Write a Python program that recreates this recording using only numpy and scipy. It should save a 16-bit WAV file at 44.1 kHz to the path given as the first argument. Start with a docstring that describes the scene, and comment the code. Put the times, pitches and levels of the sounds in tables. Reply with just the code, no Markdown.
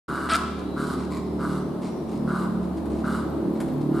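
"""A row of hoarse croaks, one sharp squawk and a grunt ring among the trees: a heron fends off a crow
at its treetop nest. The croaks and the grunt are a loose rattle that makes the bird's throat ring.
Wings brush the leaves, a twig cracks, a small bird whistles far off and something chirps faintly.
Under it all throb the blades of a distant rotor, probably a helicopter, slowly coming nearer."""
import sys
import numpy as np
from scipy import signal
from scipy.fft import rfft, irfft
from scipy.io import wavfile
from scipy.ndimage import uniform_filter1d

SR = 44100
rng = np.random.default_rng(int(sys.argv[2]) if len(sys.argv) > 2 else 0)


def master(y):
    """Save y as 16-bit WAV."""
    cut = np.clip(np.atleast_2d(y).T, -1, 1)
    pcm = np.round(cut * 32767)  # scale
    wavfile.write(sys.argv[1], SR, pcm.astype(np.int16))


N = 176400
T = np.arange(N) / SR


def from_db(db):
    """Turn decibels into a number to multiply by."""
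    return 10 ** (np.asarray(db) / 20)


def unit_power(x):
    """Scale a sound so that its average power is 1."""
    return x / np.sqrt(np.mean(x ** 2) + 1e-20)


def steady(x, window_s):
    """Even out the loudness over a short window."""
    return x / np.sqrt(np.abs(uniform_filter1d(x * x, int(window_s * SR))) + 1e-6)


def over_time(rows):
    """Join a table's points with straight lines: one curve for each column after the time."""
    times, *columns = np.transpose(rows)
    return [np.interp(T, times, column) for column in columns]


def at_hz(points, hz):
    """Look up a frequency in a table, with octaves evenly spaced."""
    freqs, values = np.transpose(points)
    return np.interp(np.log(np.maximum(hz, 1)), np.log(freqs), values)


def drift(hz):
    """A smooth random wobble of about +-1; more hz makes it quicker."""
    r = np.exp(-200 * np.pi * hz / SR)
    slow = signal.lfilter([1], [1, -2 * r, r * r], rng.standard_normal(N // 100 + 1002))[1000:]
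    return np.interp(np.arange(N) / 100, np.arange(len(slow)), unit_power(slow))


def colour(x, spectrum):
    """Give a sound the bass-to-treble balance in a table, at power 1."""
    cepstrum = irfft(at_hz(spectrum, np.fft.rfftfreq(N, 1 / SR)) * np.log(10) / 20)
    response = np.exp(rfft(2 * cepstrum * (np.arange(N) < N // 2)))  # rings after a click, not before
    return unit_power(irfft(rfft(x) * response))


def resonate(x, hz, width_hz):
    """Make a sound ring around one frequency, at power 1."""
    r = np.exp(-np.pi * width_hz / SR)
    section = [1 - r, 0, r - 1, 1, -2 * r * np.cos(2 * np.pi * hz / SR), r * r]
    return unit_power(signal.sosfilt([section, section], x))


def envelope(start, length, attack, release):
    """Rise, hold, then die away; all times in seconds."""
    return np.clip((T - start) / attack, 0, 1) * np.exp(-np.clip((T - start - length) / release, 0, 20))


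def pan(x, db):
    """Make the left side louder than the right by db."""
    return x * from_db([[db / 2], [-db / 2]])


def rattle(hz, jitter, decay_s, uneven_db, snap):
    """Uneven slaps, as of a loose skin: each is a click and a dying puff of air."""
    draws = rng.standard_normal((int(2 * hz * N / SR), 2))
    at = (np.cumsum(np.exp(jitter * draws[:, 0])) * SR / hz).astype(int)
    clicks = np.zeros(N)
    clicks[at[at < N]] = from_db(uneven_db * np.clip(draws[at < N, 1], -2, 2))
    puffs = signal.lfilter([1], [1, -np.exp(-1 / (decay_s * SR))], clicks) * rng.standard_normal(N)
    return unit_power(unit_power(puffs) + snap * unit_power(clicks))


# how alike the two ears hear the background: (frequency [Hz], likeness [0-1])
EAR_LIKENESS = [(30, 0.9), (60, 0.98), (250, 0.94), (600, 0.62), (1500, 0.48), (5000, 0.16), (13000, 0)]
def wide_noise(spectrum):
    """Stereo noise, alike on both sides in the bass and different in the treble."""
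    alike = np.clip(at_hz(EAR_LIKENESS, np.fft.rfftfreq(N, 1 / SR)), 0, .999)
    mid, side = rfft(rng.standard_normal((2, N)))
    return colour(irfft(np.sqrt(1 + alike) * mid + np.sqrt(1 - alike) * side * [[1], [-1]]), spectrum)


# tone of the still air: (frequency [Hz], relative level [dB])
AIR_COLOUR = [(25, 19), (60, 27), (300, 21.5), (1000, 16), (2200, 0), (4200, 8.5), (6200, -3.5), (9500, 1),
              (12000, -1), (14000, -25.5), (15500, -66)]
def air():
    """A soft, steady outdoor hush."""
    return from_db(-50.5) * wide_noise(AIR_COLOUR)


# tone of the rushing air: (frequency [Hz], relative level [dB])
WASH_COLOUR = [(40, -27), (110, -9), (170, -1.5), (330, 1.5), (480, -8), (700, -11), (1100, -16.5),
               (1500, -28), (2200, -36.5), (5000, -49.5)]
# its slow rise: (time [s], level [dB])
WASH_RISE = [(0, -35.5), (1.5, -33), (2.3, -32), (3.2, -31), (4, -31)]
def rotor_wash(phase):
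    """Air pushed by the blades rushes, pulsing very slightly with each one."""
    level_db = over_time(WASH_RISE)[0] + 0.14 * np.cos(phase) + 0.35 * drift(2.7)
    return wide_noise(WASH_COLOUR) * from_db(level_db)


# loudness of the hum: (time [s], level [dB])
HUM_LEVEL = [(0, -44), (.55, -41), (1.55, -39), (1.75, -54), (2.05, -47), (2.55, -44), (2.9, -40),
             (3.4, -44), (3.6, -50.5), (4, -49)]
def rotor_hum(phase):
    """A low, wavering hum at twice the rate of the blades."""
    tone = np.sqrt(2) * np.sin(2 * phase + 0.15 * drift(1.8))
    return tone * from_db(over_time(HUM_LEVEL)[0] + 2.2 * drift(2.3))


# the tones that make up a slap: (multiple of the blade rate, relative level [dB])
SLAP_TONES = [(3, -22), (4, -6), (5, 1), (6, -1.5), (7, -2.5), (8, -4), (9, -4), (10, -7), (11, -8),
              (12, -20), (13, -41), (14, -29), (15, -16.5), (16, -25.5), (17, -20), (18, -21.5), (19, -42)]
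# brightness of the slaps, above 0 favouring high tones: (time [s], tilt [dB per octave])
SLAP_TILT = [(0, -4.5), (1, 2), (2, 1), (2.4, -4.5), (3, 2.5), (4, -2.5)]
# slaps that arrive directly: (time [s], level [dB])
SLAP_LEVEL = [(0, -32), (.45, -46), (.8, -30), (1.1, -35.5), (1.22, -38.5), (1.5, -30.5), (1.85, -39),
              (2.08, -39), (2.28, -25.5), (2.46, -35.5), (2.62, -30.5), (2.76, -43), (2.94, -36),
              (3.13, -27), (3.3, -37), (3.5, -28), (3.75, -34.5), (3.93, -23.5), (4, -29)]
# slaps scattered by the surroundings: (time [s], level [dB])
ECHO_LEVEL = [(0, -33.5), (.7, -35.5), (1.5, -30.5), (2.05, -34), (2.6, -30.5), (3.1, -32), (4, -26.5)]
def blade_slaps(phase):
    """The blades slap the air in a throb that swells and fades, blurred by wandering echoes."""
    tilt, = over_time(SLAP_TILT)
    wander_hz = 1.5
    slaps, echoes, side = 0, 0, 0
    for k, db in SLAP_TONES:
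        lag = 0.064 * (round(k) - 7) ** 2  # draws each slap out
        tone = from_db(db + tilt * np.log2(k / 7)) * np.exp(1j * (round(k) * phase - lag))
        slaps = slaps + tone.real * (1 + .25 * drift(wander_hz))
        echoes = echoes + tone.real * drift(wander_hz) + tone.imag * drift(wander_hz)
        side = side + tone.imag * drift(wander_hz)
    throb = unit_power(slaps) * from_db(over_time(SLAP_LEVEL)[0])
    blur = steady(echoes, window_s=0.35) + from_db(-17.5) * unit_power(side) * [[1], [-1]]
    return throb + blur * from_db(over_time(ECHO_LEVEL)[0])


# how often a blade passes: (time [s], rate [Hz])
BLADE_PASSES = [(0, 37.25), (1.7, 37.25), (1.9, 36.8), (2.4, 36.8), (2.75, 36.45), (3.15, 36.7), (4, 36.7)]
def rotor():
    """The distant turning blades set one beat for the slaps, the hum and the wash."""
    rate, = over_time(BLADE_PASSES)
    delay_s = .022
    phase = 2 * np.pi * (np.cumsum(rate) / SR - delay_s * rate)
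    return pan(blade_slaps(phase) + rotor_hum(phase), db=-2.2) + pan(rotor_wash(phase), db=2.0)


# how long the trees ring: (frequency [Hz], time to fade by 60 dB [s])
ECHO_FADE = [(500, 0.6), (1300, 1.0), (4000, 1.2), (8000, .55), (15000, .5)]
# how strongly they ring: (frequency [Hz], level [dB])
ECHO_COLOUR = [(500, 4), (1300, -4.5), (4000, -2.5), (8000, -6.5), (15000, -7)]
# how wide the ring sounds: (frequency [Hz], width [side over middle])
ECHO_WIDTH = [(1300, 0.49), (4000, 0.56), (10000, 1.4)]
def tree_echo(x):
    """Trunks and leaves scatter a sound into a soft tail that dies soonest in the high treble."""
    edges = np.geomspace(300, 17000, num=10)
    tail = 0
    for low, high in zip(edges, edges[1:]):
        band = signal.butter(2, [low, high], "band", fs=SR, output="sos")
        mid, side = signal.sosfilt(band, rng.standard_normal((2, SR)))
        hz = np.sqrt(low * high)
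        decay = unit_power(from_db(-60 * T[:SR] / at_hz(ECHO_FADE, hz))) / np.sqrt(SR)
        stereo = mid + at_hz(ECHO_WIDTH, hz) * side * [[1], [-1]]
        tail = tail + from_db(at_hz(ECHO_COLOUR, hz)) * decay * stereo
    return signal.fftconvolve(x[None], tail, axes=1)[:, :N]


# faint chirping that grows near the end: (time [s], level [dB])
CHIRP_LEVEL = [(3.2, -95), (3.29, -80), (3.45, -85), (3.52, -76), (4, -72)]
def chirping():
    """A thin, fitful, very high trill, perhaps an insect."""
    pulse_hz = 22
    pulses = from_db(6 * np.sin(2 * np.pi * pulse_hz * T + 2 * drift(6)) + 3.5 * drift(12))
    whine = resonate(rng.standard_normal(N), hz=13250, width_hz=300)
    return from_db(over_time(CHIRP_LEVEL)[0]) * unit_power(whine * pulses)


# the small bird's notes: (start [s], length [s], pitch [Hz], level [dB])
SONG_NOTES = [(0.636, .2, 3980, -52.5), (.86, 0.11, 5280, -60), (1.18, .13, 5290, -59.5),
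              (1.45, 0.14, 5850, -60), (1.846, 0.086, 5600, -55.5), (2.12, 0.1, 5200, -62)]
def songbird():
    """A small bird sings thin, wavering whistles."""
    waver = 1 + .03 * drift(130.7)
    song = 0
    for start, length, hz, db in SONG_NOTES:
        whistle = np.sin(2 * np.pi * np.cumsum(hz * waver) / SR)
        song = song + from_db(db) * envelope(start, length, attack=0.0049, release=0.036) * whistle
    return song


# wings touching the leaves: (start [s], length [s], level [dB])
WING_STROKES = [(0.58, 0.027, -50.5), (0.973, 0.074, -48.5), (1.813, 0.071, -47), (2.082, 0.096, -53),
                (2.62, 0.028, -56), (2.762, 0.021, -52), (2.893, 0.12, -54), (3.547, 0.018, -50.5),
                (3.672, 0.013, -51.5), (3.804, 0.016, -51)]
# tone of the rustle: (frequency [Hz], relative level [dB])
LEAF_COLOUR = [(500, -5), (1050, 22.5), (1500, 0), (2100, 9.5), (3000, 4), (4200, 6), (6200, -0.5),
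               (9000, 2), (12000, -16), (15500, -43)]
def wing_brushes():
    """Feathers drag over leaves in short, grainy swishes."""
    grains = rattle(hz=900, jitter=.6, decay_s=.002, uneven_db=2.5, snap=.25)
    rustle = steady(colour(grains, LEAF_COLOUR), window_s=.02)
    return rustle * sum(from_db(db) * envelope(start, length, attack=0.011, release=0.014)
                        for start, length, db in WING_STROKES)


# the wood giving way: (time [s], level [dB])
TWIG_SNAPS = [(2.855, -48), (3.602, -35.5), (3.611, -47)]
# tone of a snap: (frequency [Hz], relative level [dB])
TWIG_COLOUR = [(600, 7), (1500, 10.5), (2500, -1), (4000, -3), (6200, -8.5), (9000, -1), (12000, -10),
               (15500, -22)]
def twig_cracks():
    """A twig cracks in sudden bursts of noise that die quickly."""
    bursts = sum(from_db(db) * envelope(start, 0.0025, attack=0.0015, release=0.012)
                 for start, db in TWIG_SNAPS)
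    return bursts * colour(rng.standard_normal(N), TWIG_COLOUR)


# where the throat rings in the grunt: (frequency [Hz], width [Hz], relative level [dB])
GRUNT_RINGS = [(1070, 120, 1), (2065, 290, -10), (2250, 390, -11), (4040, 1900, -6.5), (7400, 2900, -9),
               (9400, 5300, -17)]
def grunt():
    """One short nasal grunt: a quick rattle through a narrowed throat."""
    source = rattle(hz=165, jitter=.07, decay_s=.0025, uneven_db=1.5, snap=.8)
    voice = sum(from_db(db) * resonate(source, hz, width) for hz, width, db in GRUNT_RINGS)
    effort = from_db(-41) * envelope(start=1.099, length=0.077, attack=.025, release=.015)
    return effort * steady(voice, window_s=.03)


# clicks that break out of the squawk: (time [s], level [dB])
SQUAWK_CLICKS = [(.3197, -18.5), (.3362, -18.5), (.3527, -14), (.3573, -15), (.3648, -18.5)]
def crackle():
    """Tiny bursts of bright noise, heard as sharp clicks."""
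    bursts = sum(from_db(db) * envelope(start, .0002, attack=.0001, release=.0005)
                 for start, db in SQUAWK_CLICKS)
    treble = signal.butter(3, [3000, 10000], "band", fs=SR, output="sos")
    return signal.sosfilt(treble, bursts * rng.choice([-1, 1], N))


# course of the squawk: (time [s], pitch [Hz], tone level [dB], rasp level [dB])
SQUAWK_PATH = [(.289, 669.8, -30, -38), (.299, 665, -34, -27), (.314, 650, -32, -26),
               (.33, 652.7, -21.5, -31), (.341, 652.4, -26, -30.5), (.347, 663, -30, -23),
               (.357, 688, -21, -32.5), (.367, 668, -53, -35), (.376, 640, -57, -52)]
# the tones stacked in it: (multiple of the pitch, relative level [dB])
SQUAWK_TONES = [(1, -12.5), (2, 3.5), (3, -14.5), (4, -16.5), (5, -17), (6, -28)]
# tone of its rasp and buzz: (frequency [Hz], relative level [dB])
RASP_COLOUR = [(400, -22), (850, -5), (1130, 5), (1320, 11.5), (1540, 14), (1760, 1), (4000, -2),
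               (5200, -6.5), (6300, -21), (8000, -8), (9800, -10), (12000, -35), (15500, -38)]
def squawk():
    """A brief, harsh cry. Every second vibration is stronger, so it buzzes and rasps an octave lower."""
    hz, tone_db, rasp_db = over_time(SQUAWK_PATH)
    phase = 2 * np.pi * np.cumsum(hz * (1 + .005 * drift(120))) / SR
    tone = np.sqrt(2) * sum(from_db(db) * np.sin(round(k) * phase) for k, db in SQUAWK_TONES)
    beat = phase / 2 + .05 * drift(200)  # half the pitch, a little unsteady
    buzz = colour(sum(np.cos(k * beat + rng.uniform(0, np.pi)) for k in range(5, 18)), RASP_COLOUR)
    pulsing_noise = rng.standard_normal(N) * (1 + .7 * np.cos(beat))
    rasp = steady(colour(pulsing_noise, RASP_COLOUR), window_s=0.0091)
    voice = from_db(tone_db) * tone + from_db(rasp_db) * (rasp + from_db(-6) * buzz)
    sounding = (T > SQUAWK_PATH[0][0]) * (T < SQUAWK_PATH[-1][0])
    return voice * sounding + crackle()


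# the heron's croaks: (start [s], length [s], rise time [s], level [dB], fade over the call [dB],
# bill boost [dB], hiss level [dB], throat ring [Hz])
CROAK_CALLS = [(0.056, 0.34, .02, -33.5, -0.5, 0, -51.5, 1300), (0.756, .18, 0.016, -37, 2, 2.5, -49, 1300),
               (1.382, 0.19, 0.031, -35.5, 6.5, 2, -54, 1272), (2.261, .18, 0.025, -35, 2, 0, -54, 1273),
               (3.035, 0.16, .008, -35, 5, 3.5, -52, 1310),
               (3.92, 0.16, 0.029, -40.5, -3, 4.5, -56.5, 1250)]
# tone of the throat: (multiple of the throat ring, relative level [dB])
THROAT_COLOUR = [(.3, -43.5), (.66, -14), (.82, -3), (1.0, 2.5), (1.17, -5), (1.28, -16), (1.39, -25),
                 (1.9, -54.5)]
# higher rings of the throat and bill: (frequency [Hz], width [Hz], relative level [dB])
BILL_RINGS = [(2000, 510, -22.5), (2880, 143, -26.5), (3750, 1100, -28), (4680, 240, -31)]
# tone of the air hissing through the open bill: (frequency [Hz], relative level [dB])
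HISS_COLOUR = [(2000, -9.5), (4000, 8), (6200, -2.5), (8000, 4.5), (10000, 1.5), (12000, -5), (15500, -20)]
# moments when the voice catches and surges: (time [s], boost [dB])
VOICE_SURGES = [(.775, 5), (.808, 6), (.84, 6), (.913, 5), (1.425, 3), (1.455, 7), (2.313, 6), (2.358, 7),
                (3.081, 6.5), (3.15, 6), (3.187, 4)]
def croaks():
    """A loose rattle rings the throat and bill, arching in pitch and surging, while air hisses out."""
    rattle_hz, jitter, pitch_arch, surge_s = 134, .04, .09, .007
    source = rattle(rattle_hz, jitter, decay_s=.003, uneven_db=2.5, snap=1.4)
    bill = sum(from_db(db) * resonate(source, hz, width) for hz, width, db in BILL_RINGS)
    hiss = colour(rattle(rattle_hz, jitter, decay_s=0.011, uneven_db=2.5, snap=0.059), HISS_COLOUR)
    surge = from_db(sum(db * np.exp(-((T - time) / surge_s) ** 2) for time, db in VOICE_SURGES))
    calls = 0
    for start, length, attack, db, fade_db, bill_db, hiss_db, hz in CROAK_CALLS:
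        progress = np.clip((T - start) / length, 0, 1)
        spectrum = [(hz * ratio, level) for ratio, level in THROAT_COLOUR]
        throat = steady(colour(source, spectrum), window_s=0.015)
        # running the throat sound faster, then slower, lifts its pitch early and lets it sink
        bent_time = np.cumsum(1 + pitch_arch * (np.sin(np.pi * np.sqrt(progress)) - .5)) / SR
        voice = surge * np.interp(bent_time, T, throat) + from_db(bill_db) * bill
        effort = envelope(start, length, attack, release=0.045) * from_db(db - fade_db * progress)
        breath = from_db(hiss_db) * envelope(start, length, attack=0.036, release=0.031)
        calls = calls + effort * voice + breath * hiss
    return calls


def scene():
    """The birds among the trees, the songbird heard mostly as echo, over the rotor and the still air."""
    nest = croaks() + grunt() + wing_brushes() + twig_cracks()
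    cry, song = squawk(), songbird()
    direct = nest + cry + from_db(-18) * song
    echo = tree_echo(nest + from_db(-4.5) * cry + song)
    return pan(direct + echo, db=0.4) + pan(chirping(), db=-17) + rotor() + pan(air(), db=-1.5)


def record(dry):
    """The sound opens after a moment of silence, and the very highest treble is cut."""
    silence_s, fade_in_s, cutoff_hz = 0.0799, 0.0092, 16000
    opened = dry * np.clip((T - silence_s) / fade_in_s, 0, 1)
    return signal.sosfilt(signal.cheby2(16, 70, cutoff_hz, fs=SR, output="sos"), opened)


dry = scene()
out = record(dry)
master(out)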